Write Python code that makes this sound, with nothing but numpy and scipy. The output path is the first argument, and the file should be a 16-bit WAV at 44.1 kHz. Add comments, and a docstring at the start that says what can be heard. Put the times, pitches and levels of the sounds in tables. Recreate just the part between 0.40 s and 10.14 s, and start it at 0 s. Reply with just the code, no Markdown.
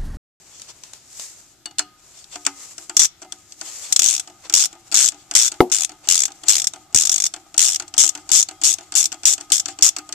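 """Hands and sleeve rub and tick on a tool in a garage: filtered noise in small catches.
Socket and extension knock in their play: noise bursts, with damped modes of socket, bracket and strut.
From 2.6 s a pawl snaps over ratchet teeth, stroke by stroke: noise cracks and steel modes; from 3 s
the bolt's thread grinds: uneven noise. At 5.2 s the handle bumps the camera: case modes, rattle, push.
From 7.2 s a faint sine hum wavers. Noise for air and microphone hiss runs throughout."""
import sys
import numpy as np
from scipy import signal
from scipy.fft import rfft, irfft, next_fast_len
from scipy.io import wavfile
from scipy.ndimage import uniform_filter1d, map_coordinates

SR = 44100
rng = np.random.default_rng(int(sys.argv[2]) if len(sys.argv) > 2 else 0)


def to_wav(s):
    """Save 16-bit WAV."""
    ch = np.atleast_2d(s).T  # columns
    pcm = np.round(np.clip(ch, -1, 1) * 32767)  # PCM
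    wavfile.write(sys.argv[1], SR, pcm.astype(np.int16))


N = 429534

# All levels in the tables are relative, ahead of the layer gains.
# Still air and microphone hiss, colour: (frequency [Hz], density [dB per Hz])
AIR_COLOUR = [(15, -48.5), (25, -3), (115, 3), (250, -4), (363, 1), (475, -15), (749, -3.5), (1120, -21.5),
              (1240, -5.5), (1910, -14), (3930, -10), (7280, -9), (10000, -18.5), (13800, -17),
              (15000, -38.5)]
# Likeness of left and right noise: (frequency [Hz], correlation [1])
LEFT_RIGHT_LIKENESS = [(60, 0.73), (400, 0.89), (1200, 0.69), (2400, 0.59), (4400, 0.079), (12000, 0.046)]
# Decay of the garage: (frequency [Hz], t60 [s])
GARAGE_DECAY = [(200, 0.25), (1500, 0.79), (7000, 0.19), (14000, 0.1024)]

# Rubs of hand and sleeve: (middle [s], length [s], swish level [dB], scuff level [dB])
RUBS = [(0.302, 0.53, -48.5, -57.5), (0.801, 0.12, -35, -56), (.95, 0.26, -49.5, -63),
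        (1.793, 0.27, -53, -63.5), (2.25, 0.33, -41.5, -55), (3.0, 0.29, -51, -62.5),
        (3.356, 0.25, -38.5, -55.5)]
# Short slides of socket and fingers: (middle [s], length [s], metal scrape level [dB], scuff level [dB])
SLIDES = [(.18, 0.088, -45, -82), (.301, 0.029, -39, -43.5), (1.596, .016, -55, -66),
          (1.793, .065, -43.5, -72), (1.94, 0.035, -35, -52.5), (3.28, 0.049, -38, -59),
          (3.46, 0.058, -34.5, -60), (4.06, .025, -42, -52), (4.804, .045, -49.5, -75),
          (5.654, 0.023, -43, -51), (6.085, 0.031, -33.5, -44.5), (7.799, .039, -49, -68),
          (8.432, .032, -46.5, -59), (9.304, .042, -38.5, -60)]
# Dry ticks of handling: (time [s], level [dB])
TICKS = [(0.197, -24.5), (0.218, -20.5), (0.436, -19.5), (0.534, -20), (0.796, -15)]
# Steady rubbing once the hands work the handle: (start [s], swish level [dB], scuff level [dB])
WORKING_RUB = (3.3, -56, -66.5)
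# Colours of rubbing: (frequency [Hz], density [dB per Hz])
SWISH_COLOUR = [(1060, -56), (1800, -18), (2660, -21), (3090, -18.5), (4410, -12), (7380, -1.5),
                (9290, -15.5), (13800, -23), (14600, -34.5), (15000, -86)]
SCUFF_COLOUR = [(150, -61.5), (250, -22), (490, -5.5), (1030, -5), (1190, -5.5), (1780, -9), (2660, -5.5),
                (3500, -11), (4550, -12.5), (7700, -120)]

# Further knocks in the play of the drive, from fitting and shifting the grip and some dull rebounds after a
# bite: (time [s], level [dB], extra weight on bracket and shank [dB])
LOOSE_KNOCKS = [(1.2574, -15.5, 0), (1.3096, -32, -3.5), (1.384, -5.5, -11), (1.3918, -1, 3),
                (1.8415, -28, -14), (1.956, -18.5, 3.5), (2.0502, -15.5, -9), (2.064, -1.5, 6),
                (2.3801, -18, -5.5), (2.495, -16, 3.5), (2.8175, -27, -0.5), (2.8284, -26.5, -1),
                (2.9216, -14.5, -6), (3.1214, -23.5, -18), (3.2115, -14.5, 1), (4.515, -16, -4),
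                (5.1192, -18, -7), (5.9187, -25, -10.5), (7.479, -23.5, -16), (7.6349, -19, 7),
                (8.7253, -14.5, -1), (9.0089, -16.5, -4), (9.2842, -15.5, 4), (9.5842, -17, 1),
                (9.6899, -24.5, 1.5), (9.7245, -12, -2.5)]
# Colours of socket and shank: (frequency [Hz], density [dB per Hz])
SOCKET_COLOUR = [(1060, -32.5), (1800, -20.5), (2430, -10.5), (3600, -1.5), (3890, -13), (4330, 1),
                 (5040, -1.5), (7780, 4), (10200, -21), (14000, -23.5), (15000, -40)]
SHANK_COLOUR = [(500, -25.5), (1000, -13), (1400, -2), (1900, -12), (2800, -8.5), (5000, -49)]
# Modes of the socket, free until it sits on the bolt: (frequency [Hz], level [dB], t60 [s])
FREE_SOCKET_MODES = [(2911, -10, .15), (3612, -9, .08), (4260, -8, .12), (4345, -5, .085), (4478, -5, .07),
                     (5293, -10, .07), (7200, -8, .09), (7665, -6, .1)]
# Modes of bracket and strut: (frequency [Hz], level [dB], t60 [s])
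BRACKET_MODES = [(307.2, -2.5, 0.28), (362.7, -3.5, 0.24), (483, -22, 0.12), (685, 3.5, 0.069),
                 (764.5, -1, 0.22), (852.5, -1.5, 0.15), (956, -7.5, 0.11)]
STRUT_MODES = [(1249, -13.5, 0.79), (1236, -15.5, 0.61), (1600, -31.5, 0.2), (2075, -20, .7),
               (2911, -13, 0.13), (3270, -19.5, .5)]
SEATED_S = 1.388
# An ordinary knock, what it puts into bracket and shank, and their growth with a harder one
KNOCK_DB, BRACKET_DB, SHANK_DB = -15.5, -41, -35.5
BRACKET_DB_PER_DB, SHANK_DB_PER_DB = 0.27, 0.75

# Back strokes; slowness = extra tooth time at that end relative to mid-stroke. A slack knock
# precedes the first tooth; a bite knock of the drive follows the last:
# (first tooth [s], last tooth [s], teeth [count], start slowness [1], end slowness [1],
#  first level [dB], last level [dB], slack lead [s], slack level [dB], bite delay [s], bite level [dB])
STROKES = [(2.5671, 2.5673, 1, 0, 0, -0.5, -0.5, 0.02, -41, 0.02, -40.5),
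           (2.5936, 2.6526, 10, -0.45, -0.1, -5, -12, 0.019, -40, 0.17, -25.5),
           (3.524, 3.5925, 3, 0.35, 0, -5, -5, 0.021, -36, 0.02, -40),
           (3.619, 3.7962, 18, 1.32, 2.5, -7, -16.5, 0.02, -36, 0.078, -25.5),
           (4.1384, 4.255, 15, 1.15, 0.7, -4.5, -14, 0.042, -11, 0.073, -28),
           (4.543, 4.6856, 18, 0.57, 0.5, -4.5, -13.5, 0.02, -9, 0.034, -25.5),
           (4.9514, 5.0784, 16, 0.27, 0.05, -4, -14, 0.04, -11, 0.038, -18.5),
           (5.3166, 5.4461, 14, -0.5, 0.37, -12.5, -15, 0.018, -27, 0.047, -20.5),
           (5.6866, 5.8536, 14, 0.4, 1.2, -5, -13.5, 0.014, -19, 0.026, -21.5),
           (6.083, 6.27, 14, 0.13, 2.5, -4.5, -12.5, 0.048, -19, 0.065, -19.5),
           (6.546, 6.694, 11, 0.42, 1.5, -3, -12, 0.02, -35, 0.02, -46),
           (6.7163, 6.864, 10, -0.71, -0.7, -11.5, -12.5, 0.019, -40, 0.074, -14),
           (7.1783, 7.3589, 19, 1.67, 1.85, -4, -16, 0.036, -19, 0.039, -10.5),
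           (7.5789, 7.6907, 14, 0.55, 1.96, -3.5, -12.5, 0.04, -15.5, 0.06, -13.5),
           (7.9157, 8.0259, 17, 1.7, 2.5, -6, -13.5, 0.025, -13, 0.0605, -14),
           (8.2359, 8.3374, 14, 0.6, 1.2, -4.5, -14.5, 0.021, -14.5, 0.047, -19.5),
           (8.553, 8.6553, 13, 0.41, 2, -5, -12.5, 0.032, -14.5, 0.063, -15),
           (8.854, 8.9349, 13, 0.82, 1.2, -4.5, -14, 0.021, -18.5, 0.044, -18.5),
           (9.1193, 9.1971, 9, 0.47, 2.6, -6.5, -12.5, 0.018, -18, 0.06, -12.5),
           (9.4233, 9.4889, 10, 0.6, 1.2, -3, -10.5, 0.036, -16.5, 0.075, -9.5)]
# Slack closes with a second knock; the bite rebounds once, dully
SETTLE_LEAD_S, SETTLE_DB = .014, -6
REBOUND_S, REBOUND_DB, REBOUND_WEIGHT_DB = .024, -10, 1
EASE_POWER, FADE_POWER = 3, 0.57  # fade below 1: clicks weaken fastest early in a stroke
TOOTH_SCATTER_DB, TOOTH_JITTER_S = 1.2, .0005  # jitter peaks in mid-stroke
LAST_TOOTH_DB = 1.5  # the last click of each stroke stands out, louder by this [dB]
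# Ratchet head before and after the second hand closes round the extension:
# (frequency [Hz], left density [dB per Hz], right density [dB per Hz])
OPEN_HEAD_COLOUR = [(200, -37, -49), (1000, -32, -33.5), (2030, -24.5, -29), (3500, -20.5, -21.5),
                    (4960, -21, -14), (5850, 1, 9), (6500, -1.5, -20), (7400, 1, -33), (8300, -24, -25),
                    (11000, -18.5, -45), (13970, -27.5, -54)]
HELD_HEAD_COLOUR = [(216, -55, -45.5), (652, -29.5, -33), (1100, -29.5, -30.5), (1400, -23.5, -24),
                    (1780, -26, -27), (2940, -16, -15.5), (3430, -13, -12.5), (3920, -16, -13.5),
                    (5075, -7.5, -9), (5534, -13.5, 4), (6420, 3.5, -9), (7680, 2.5, -28),
                    (8760, -6, -26.5), (10860, -16.5, -23), (13860, -22, -68.5)]
REGRIP_S = 3.0
# First hard contact of the pawl, colour: (frequency [Hz], density [dB per Hz])
SNAP_COLOUR = [(500, -27.5), (2000, -17), (4000, -3), (7500, 12), (10000, -6.5), (14000, -10.5)]
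# Modes of the ratchet's steel: (frequency [Hz], level [dB], t60 [s])
STEEL_MODES = [(3510, -16, .05), (5750, -6, .03), (6595, 0, .028), (7112, -1, .028), (7650, -3, .026),
               (8188, -6, .03)]
# Boost of the head's lower range by firm pressure, easing as the bolt runs free: (time [s], boost [dB])
PRESSURE = [(5.0, 4.3), (8.0, 1)]

# Grinding of the thread, colour: (frequency [Hz], density [dB per Hz])
THREAD_COLOUR = [(150, -1), (260, -15), (320, 12), (400, -24), (560, -9.5), (780, 10.5), (1000, -13),
                 (1280, 4.5), (1600, -15), (4000, -15.5), (9000, -43.5)]
GRIND_DB, GRIND_RISE_DB, GRIND_SWELL_S = -59.5, 10.5, .15  # between strokes; rise within; averaging time

# A blow on the camera, then small low thumps: (time [s], case ring level [dB], push level [dB])
BUMPS = [(5.2045, 11, -12), (6.549, -36, -26), (6.559, -36, -27), (7.917, -42, -35)]
# Modes of the camera case: (frequency [Hz], level [dB], t60 [s])
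CASE_MODES = [(225, -34, .1), (335, -32, .12), (362, -23, .22), (375, -8, .038), (440, -7, .033),
              (478, -22, .1), (542, -25, .08), (738, -21, .1), (770, -12, .032), (870, -27, .08),
              (1300, -6, .017), (2100, -12, .014)]
# Loose parts inside the camera, colour: (frequency [Hz], density [dB per Hz])
RATTLE_COLOUR = [(100, -24), (250, 0.5), (400, -3), (600, -11.5), (760, 0), (1000, -14.5), (1500, -33.5),
                 (4000, -34.5)]

HUM_HZ = 90
TOP_HZ = 14400


def amp(db):
    """Decibels to gain."""
    return 10 ** (np.asarray(db) / 20)


def unit(x):
    """Scale to rms 1."""
    return x / np.sqrt(np.mean(x ** 2) + 1e-20)


def along(points, hz):
    """Interpolate (frequency [Hz], value) points on a log-frequency axis."""
    f, v = np.transpose(points)
    return np.interp(np.log(hz + 1), np.log(f), v)


def curves(rows):
    """One value per sample for each column after the time."""
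    s, *cols = np.transpose(rows)
    return [np.interp(np.arange(N) / SR, s, c) for c in cols]


def wobble(rate_hz):
    """Random curve, linear between rate_hz knots a second."""
    knots = rng.standard_normal(int(N * rate_hz / SR) + 4)
    return map_coordinates(knots, [np.arange(N) * rate_hz / SR], order=1)


def filtered(x, response):
    """Apply a response of frequency to the spectrum of x."""
    m = next_fast_len(N + SR // 4)
    return irfft(rfft(x, m) * response(np.fft.rfftfreq(m, 1 / SR)), m)[..., :N]


def noise(left, right=None):
    """Stereo coloured noise of rms 1, alike at both ports in the bass, nearly unrelated in the treble."""
    right = left if right is None else right

    def mid_side_gains(hz):
        turn = np.arccos(np.clip(along(LEFT_RIGHT_LIKENESS, hz), -1, 1)) / 2
        return np.array([np.cos(turn), np.sin(turn)])

    def colour(hz):
        return amp([along(left, hz), along(right, hz)])

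    mid, side = filtered(rng.standard_normal((2, N)), mid_side_gains)
    return unit(filtered(np.array([mid + side, mid - side]), colour))


def add(track, s, sound):
    """Mix a sound into a track at time s."""
    start = max(round(s * SR), 0)
    part = track[..., start:start + sound.shape[-1]]
    part += sound[..., :part.shape[-1]]


def ring(modes, t, scatter_db, detune=0.):
    """Sum damped sine modes, each with random strength and relative detuning."""
    hz, db, t60 = np.transpose(modes)[:, :, None]
    strength, shift = rng.standard_normal((2, len(modes), 1))
    decay = amp(db + scatter_db * strength - 60 * t / t60)
    return np.sum(decay * np.sin(2 * np.pi * hz * (1 + detune * shift) * t), 0)


def bursts(rows, rise_s, t60_s, tail_db, tail_t60_s):
    """Envelope of blows (time [s], level [dB]): fast burst plus scatter tail, summed in power."""
    t, power = np.arange(SR // 5) / SR, np.zeros(N)
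    decay = amp(-60 * t / t60_s) + amp(tail_db - 60 * t / tail_t60_s)
    shape = (1 - np.exp(-(t / rise_s) ** 2)) * decay
    for s, db in rows:
        add(power, s, (amp(db) * shape / shape.max()) ** 2)
    return np.sqrt(power)


def panned(x, lead_db):
    """Louder on the left by lead_db."""
    return x * amp([[lead_db / 2], [-lead_db / 2]])


def swell(middle_s, length_s):
    """Smooth Gaussian rise and fall."""
    return np.exp(-np.minimum((2 * (np.arange(N) / SR - middle_s) / length_s) ** 2, 20) / 2)


def patchy(x, depth_db, size=(3, 16)):
    """Reflections off moving hands: random gain over frequency and time, rms 1 out."""
    z = signal.stft(x, nperseg=256)[2]
    across_hz = uniform_filter1d(rng.standard_normal(z.shape), size[0], 1)
    field = uniform_filter1d(across_hz, size[1], 2)
    return unit(signal.istft(z * amp(depth_db * unit(field)), nperseg=256)[1][:, :N])


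def air():
    """Still air and microphone hiss: steady coloured noise."""
    return panned(noise(AIR_COLOUR), lead_db=2)


def hands(tick_db=-8):
    """Skin, sleeve and steel slide in small catches; a faint rubbing stays once the hands work."""
    start_s, working_swish_db, working_scuff_db = WORKING_RUB
    working = np.clip((np.arange(N) / SR - start_s) * 10, 0, 1)
    swish = amp(working_swish_db) * working
    scuff = amp(working_scuff_db) * working
    scrape = np.zeros(N)
    for s, length_s, swish_db, scuff_db in RUBS:
        shape = swell(s, length_s)
        swish = swish + amp(swish_db) * shape
        scuff = scuff + amp(scuff_db) * shape
    for s, length_s, scrape_db, scuff_db in SLIDES:
        shape = swell(s, length_s)
        scrape = scrape + amp(scrape_db) * shape
        scuff = scuff + amp(scuff_db) * shape
    catches = amp(1.2 * wobble(300) + 3.65 * wobble(25))
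    rub = catches * (swish * patchy(noise(SWISH_COLOUR), depth_db=1) + scuff * noise(SCUFF_COLOUR))
    grating = scrape * amp(wobble(200)) * patchy(noise(SOCKET_COLOUR), depth_db=3.5)
    tick_noise = noise([(100, -9), (2000, -5.5), (7000, 6.0), (14000, -20)])
    ticks = tick_noise * bursts(TICKS, rise_s=0.00028, t60_s=0.015, tail_db=-18.5, tail_t60_s=0.49)
    return panned(rub + grating + amp(tick_db) * ticks, lead_db=3)


def garage(x):
    """Room answer: noise whose decay differs with frequency, convolved with x."""
    hz, t, z = signal.stft(rng.standard_normal((2, SR // 2)), SR, nperseg=256)
    decay = amp(-60 * t / along(GARAGE_DECAY, hz)[:, None])
    tail = signal.istft(z * decay, SR, nperseg=256)[1]
    return signal.fftconvolve(x, tail / np.linalg.norm(tail[0]), axes=1)[:, :N]


def knocks():
    """Rows (time [s], clack, bracket, shank levels [dB]): loose knocks, and pairs at each reversal."""
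    rows = list(LOOSE_KNOCKS)
    for first_s, last_s, *_, slack_s, slack_db, bite_s, bite_db in STROKES:
        bite_at_s = last_s + bite_s
        rows += [(first_s - slack_s, slack_db, 0)]
        rows += [(first_s - SETTLE_LEAD_S, slack_db + SETTLE_DB, SETTLE_DB)]
        rows += [(bite_at_s, bite_db, 0)]
        rows += [(bite_at_s + REBOUND_S, bite_db + REBOUND_DB, REBOUND_WEIGHT_DB)]
    s, db, weight_db = np.transpose(rows)
    force_db = db - KNOCK_DB
    bracket_db = BRACKET_DB + BRACKET_DB_PER_DB * force_db + weight_db
    shank_db = SHANK_DB + SHANK_DB_PER_DB * force_db + weight_db
    return np.column_stack([s, db, bracket_db, shank_db])


def socket(clack_db=-7, shank_db=-3, bracket_db=-3, strut_db=-3, clink_db=-23):
    """Play in the drive closes with a clack that runs down the shank into bracket and strut."""
    rows = knocks()
    clack_env = bursts(rows[:, :2], rise_s=.001, t60_s=.019, tail_db=-22, tail_t60_s=.11)
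    clack = patchy(noise(SOCKET_COLOUR), depth_db=3.5) * clack_env
    shank_env = bursts(rows[:, [0, 3]], rise_s=0.0022, t60_s=0.046, tail_db=-0.5, tail_t60_s=0.1)
    shank = noise(SHANK_COLOUR) * shank_env
    body, clink = np.zeros(N), np.zeros(N)
    t = np.arange(SR // 2) / SR
    short_t = t[:SR // 4]
    for s, knock_db, low_db, _ in rows:
        bracket = amp(low_db + bracket_db) * ring(BRACKET_MODES, short_t, scatter_db=2, detune=.04)
        add(body, s, bracket * (1 - np.exp(-short_t / 0.002)))
        add(body, s, amp(low_db + strut_db) * ring(STRUT_MODES, t, scatter_db=3, detune=0.0044))
        if s < SEATED_S:
            add(clink, s, amp(knock_db + clink_db) * ring(FREE_SOCKET_MODES, t, scatter_db=8))
    bright = panned(amp(clack_db) * clack + clink, lead_db=3.5)
    return bright + amp(shank_db) * shank + panned(body, lead_db=1.5)


def teeth():
    """Rows (time [s], level [dB]): clicks spaced by the handle's changing speed, fading in each stroke."""
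    rows = []
    for first_s, last_s, count, slow_start, slow_end, first_db, last_db, *_ in STROKES:
        gaps = round(count) - 1
        way = (np.arange(gaps) + .5) / max(gaps, 1)
        gap_time = 1 + slow_start * (1 - way) ** EASE_POWER + slow_end * way ** EASE_POWER
        elapsed = np.append(0, np.cumsum(gap_time))
        s = first_s + (last_s - first_s) * elapsed / max(elapsed[-1], 1)
        done = np.linspace(0, 1, gaps + 1)
        db = first_db + (last_db - first_db) * done ** FADE_POWER + LAST_TOOTH_DB * (done == 1)
        rows.append(np.column_stack([s, db, np.sin(np.pi * done)]))
    s, db, unsteady = np.vstack(rows).T
    late, loud = rng.standard_normal((len(s), 2)).T
    return np.column_stack([s + TOOTH_JITTER_S * unsteady * late, db + TOOTH_SCATTER_DB * loud])


def pawl(crack_db=1, snap_db=-8, steel_db=-7):
    """The pawl snaps onto the next tooth and rebounds; each contact cracks and rings the head."""
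    clicks = teeth()
    s, db = clicks.T
    late, soft, hard = rng.standard_normal((3, len(s)))
    rebounds = np.column_stack([s + .0019 * np.exp(.2 * late), db - 3 + soft])
    contacts = np.vstack([clicks, rebounds])

    held, opened = np.array(HELD_HEAD_COLOUR), np.array(OPEN_HEAD_COLOUR)
    open_noise = noise(opened[:, :2], opened[:, ::2])
    held_noise = noise(held[:, :2], held[:, ::2])
    head = np.where(np.arange(N) / SR < REGRIP_S, open_noise, held_noise)
    crack_env = bursts(contacts, rise_s=.001, t60_s=.013, tail_db=-24, tail_t60_s=.075)
    crack = patchy(head, depth_db=3.5) * crack_env * amp(3 * wobble(1100) - 1.5)

    # the hard first contact alone gets the snap
    snap_rows = np.column_stack([s, db + 3 * hard])
    snap_env = bursts(snap_rows, rise_s=.0009, t60_s=0.002, tail_db=-31, tail_t60_s=0.063)
    snap = noise(SNAP_COLOUR) * snap_env

    steel, t = np.zeros((2, N)), np.arange(SR // 16) / SR
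    for at_s, level_db in contacts:
        both = np.array([ring(STEEL_MODES, t, scatter_db=3, detune=.011) for port in range(2)])
        add(steel, at_s, amp(level_db + steel_db) * both * (1 - np.exp(-t / .0007)))
    return amp(crack_db) * crack + amp(snap_db) * panned(snap, lead_db=12) + panned(steel, lead_db=7)


def pressed(x, corner_hz=4200):
    """Pressure couples the head to the extension, which radiates the lower range."""
    pressure_db, = curves(PRESSURE)
    low = filtered(x, lambda hz: 1 / (1 + (hz / corner_hz) ** 6))
    return x + (amp(pressure_db) - 1) * low


def thread():
    """Rusty thread grinds unevenly through the bracket as the bolt turns, most during strokes."""
    t = np.arange(N) / SR
    swinging = sum(1. * ((t > first_s) & (t < last_s)) for first_s, last_s, *_ in STROKES)
    level_db = GRIND_DB + GRIND_RISE_DB * uniform_filter1d(swinging, round(GRIND_SWELL_S * SR))
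    turning = np.clip(t - REGRIP_S, 0, 1)  # fades in over 1 s
    catches = amp(3 * wobble(45))
    return panned(noise(THREAD_COLOUR), lead_db=-0.5) * turning * catches * amp(level_db)


def bumps(push_s=.0024, rattle_db=-19):
    """A blow on the camera rings and rattles its case and shoves the microphones; the later rows are small low
    thumps that come with the hardest clicks."""
    case, push, t = np.zeros(N), np.zeros(N), np.arange(SR // 3) / SR
    for s, case_db, push_db in BUMPS:
        onset = 1 - np.exp(-t / .0008)
        add(case, s, -amp(case_db) * ring(CASE_MODES, t, scatter_db=.5) * onset)
        add(push, s, -amp(push_db) * (1 - t / push_s) * np.exp(-t / push_s))
    blows = np.array(BUMPS)[:, :2]
    rattle_env = bursts(blows, rise_s=.003, t60_s=.06, tail_db=-12, tail_t60_s=.18)
    rattle = amp(rattle_db) * noise(RATTLE_COLOUR) * rattle_env
    return panned(case + rattle, lead_db=3) + panned(push, lead_db=29)


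def hum(hum_db=-64, start_s=7.2):
    """Faint sine, wavering in level and phase, fading in from start_s."""
    t = np.arange(N) / SR
    level = amp(hum_db + 2.5 * wobble(6)) * np.clip((t - start_s) * 4, 0, 1)
    return level * np.sin(2 * np.pi * HUM_HZ * t + wobble(12))


def scene(room_db=-26, air_db=-57):
    """Tool and hands with a little room; thread, bumps, hum and air stay dry."""
    tool = hands() + socket() + pressed(pawl())
    return tool + amp(room_db) * garage(tool) + thread() + bumps() + hum() + amp(air_db) * air()


def record(dry):
    """Peaks flatten near 0.95 of full scale; a steep low-pass ends the band at TOP_HZ."""
    clipped = dry / (1 + np.abs(dry / .95) ** 16) ** (1 / 16)
    return filtered(clipped, lambda hz: 1 / np.sqrt(1 + (hz / TOP_HZ) ** 100))


dry = scene()
out = record(dry)
to_wav(out)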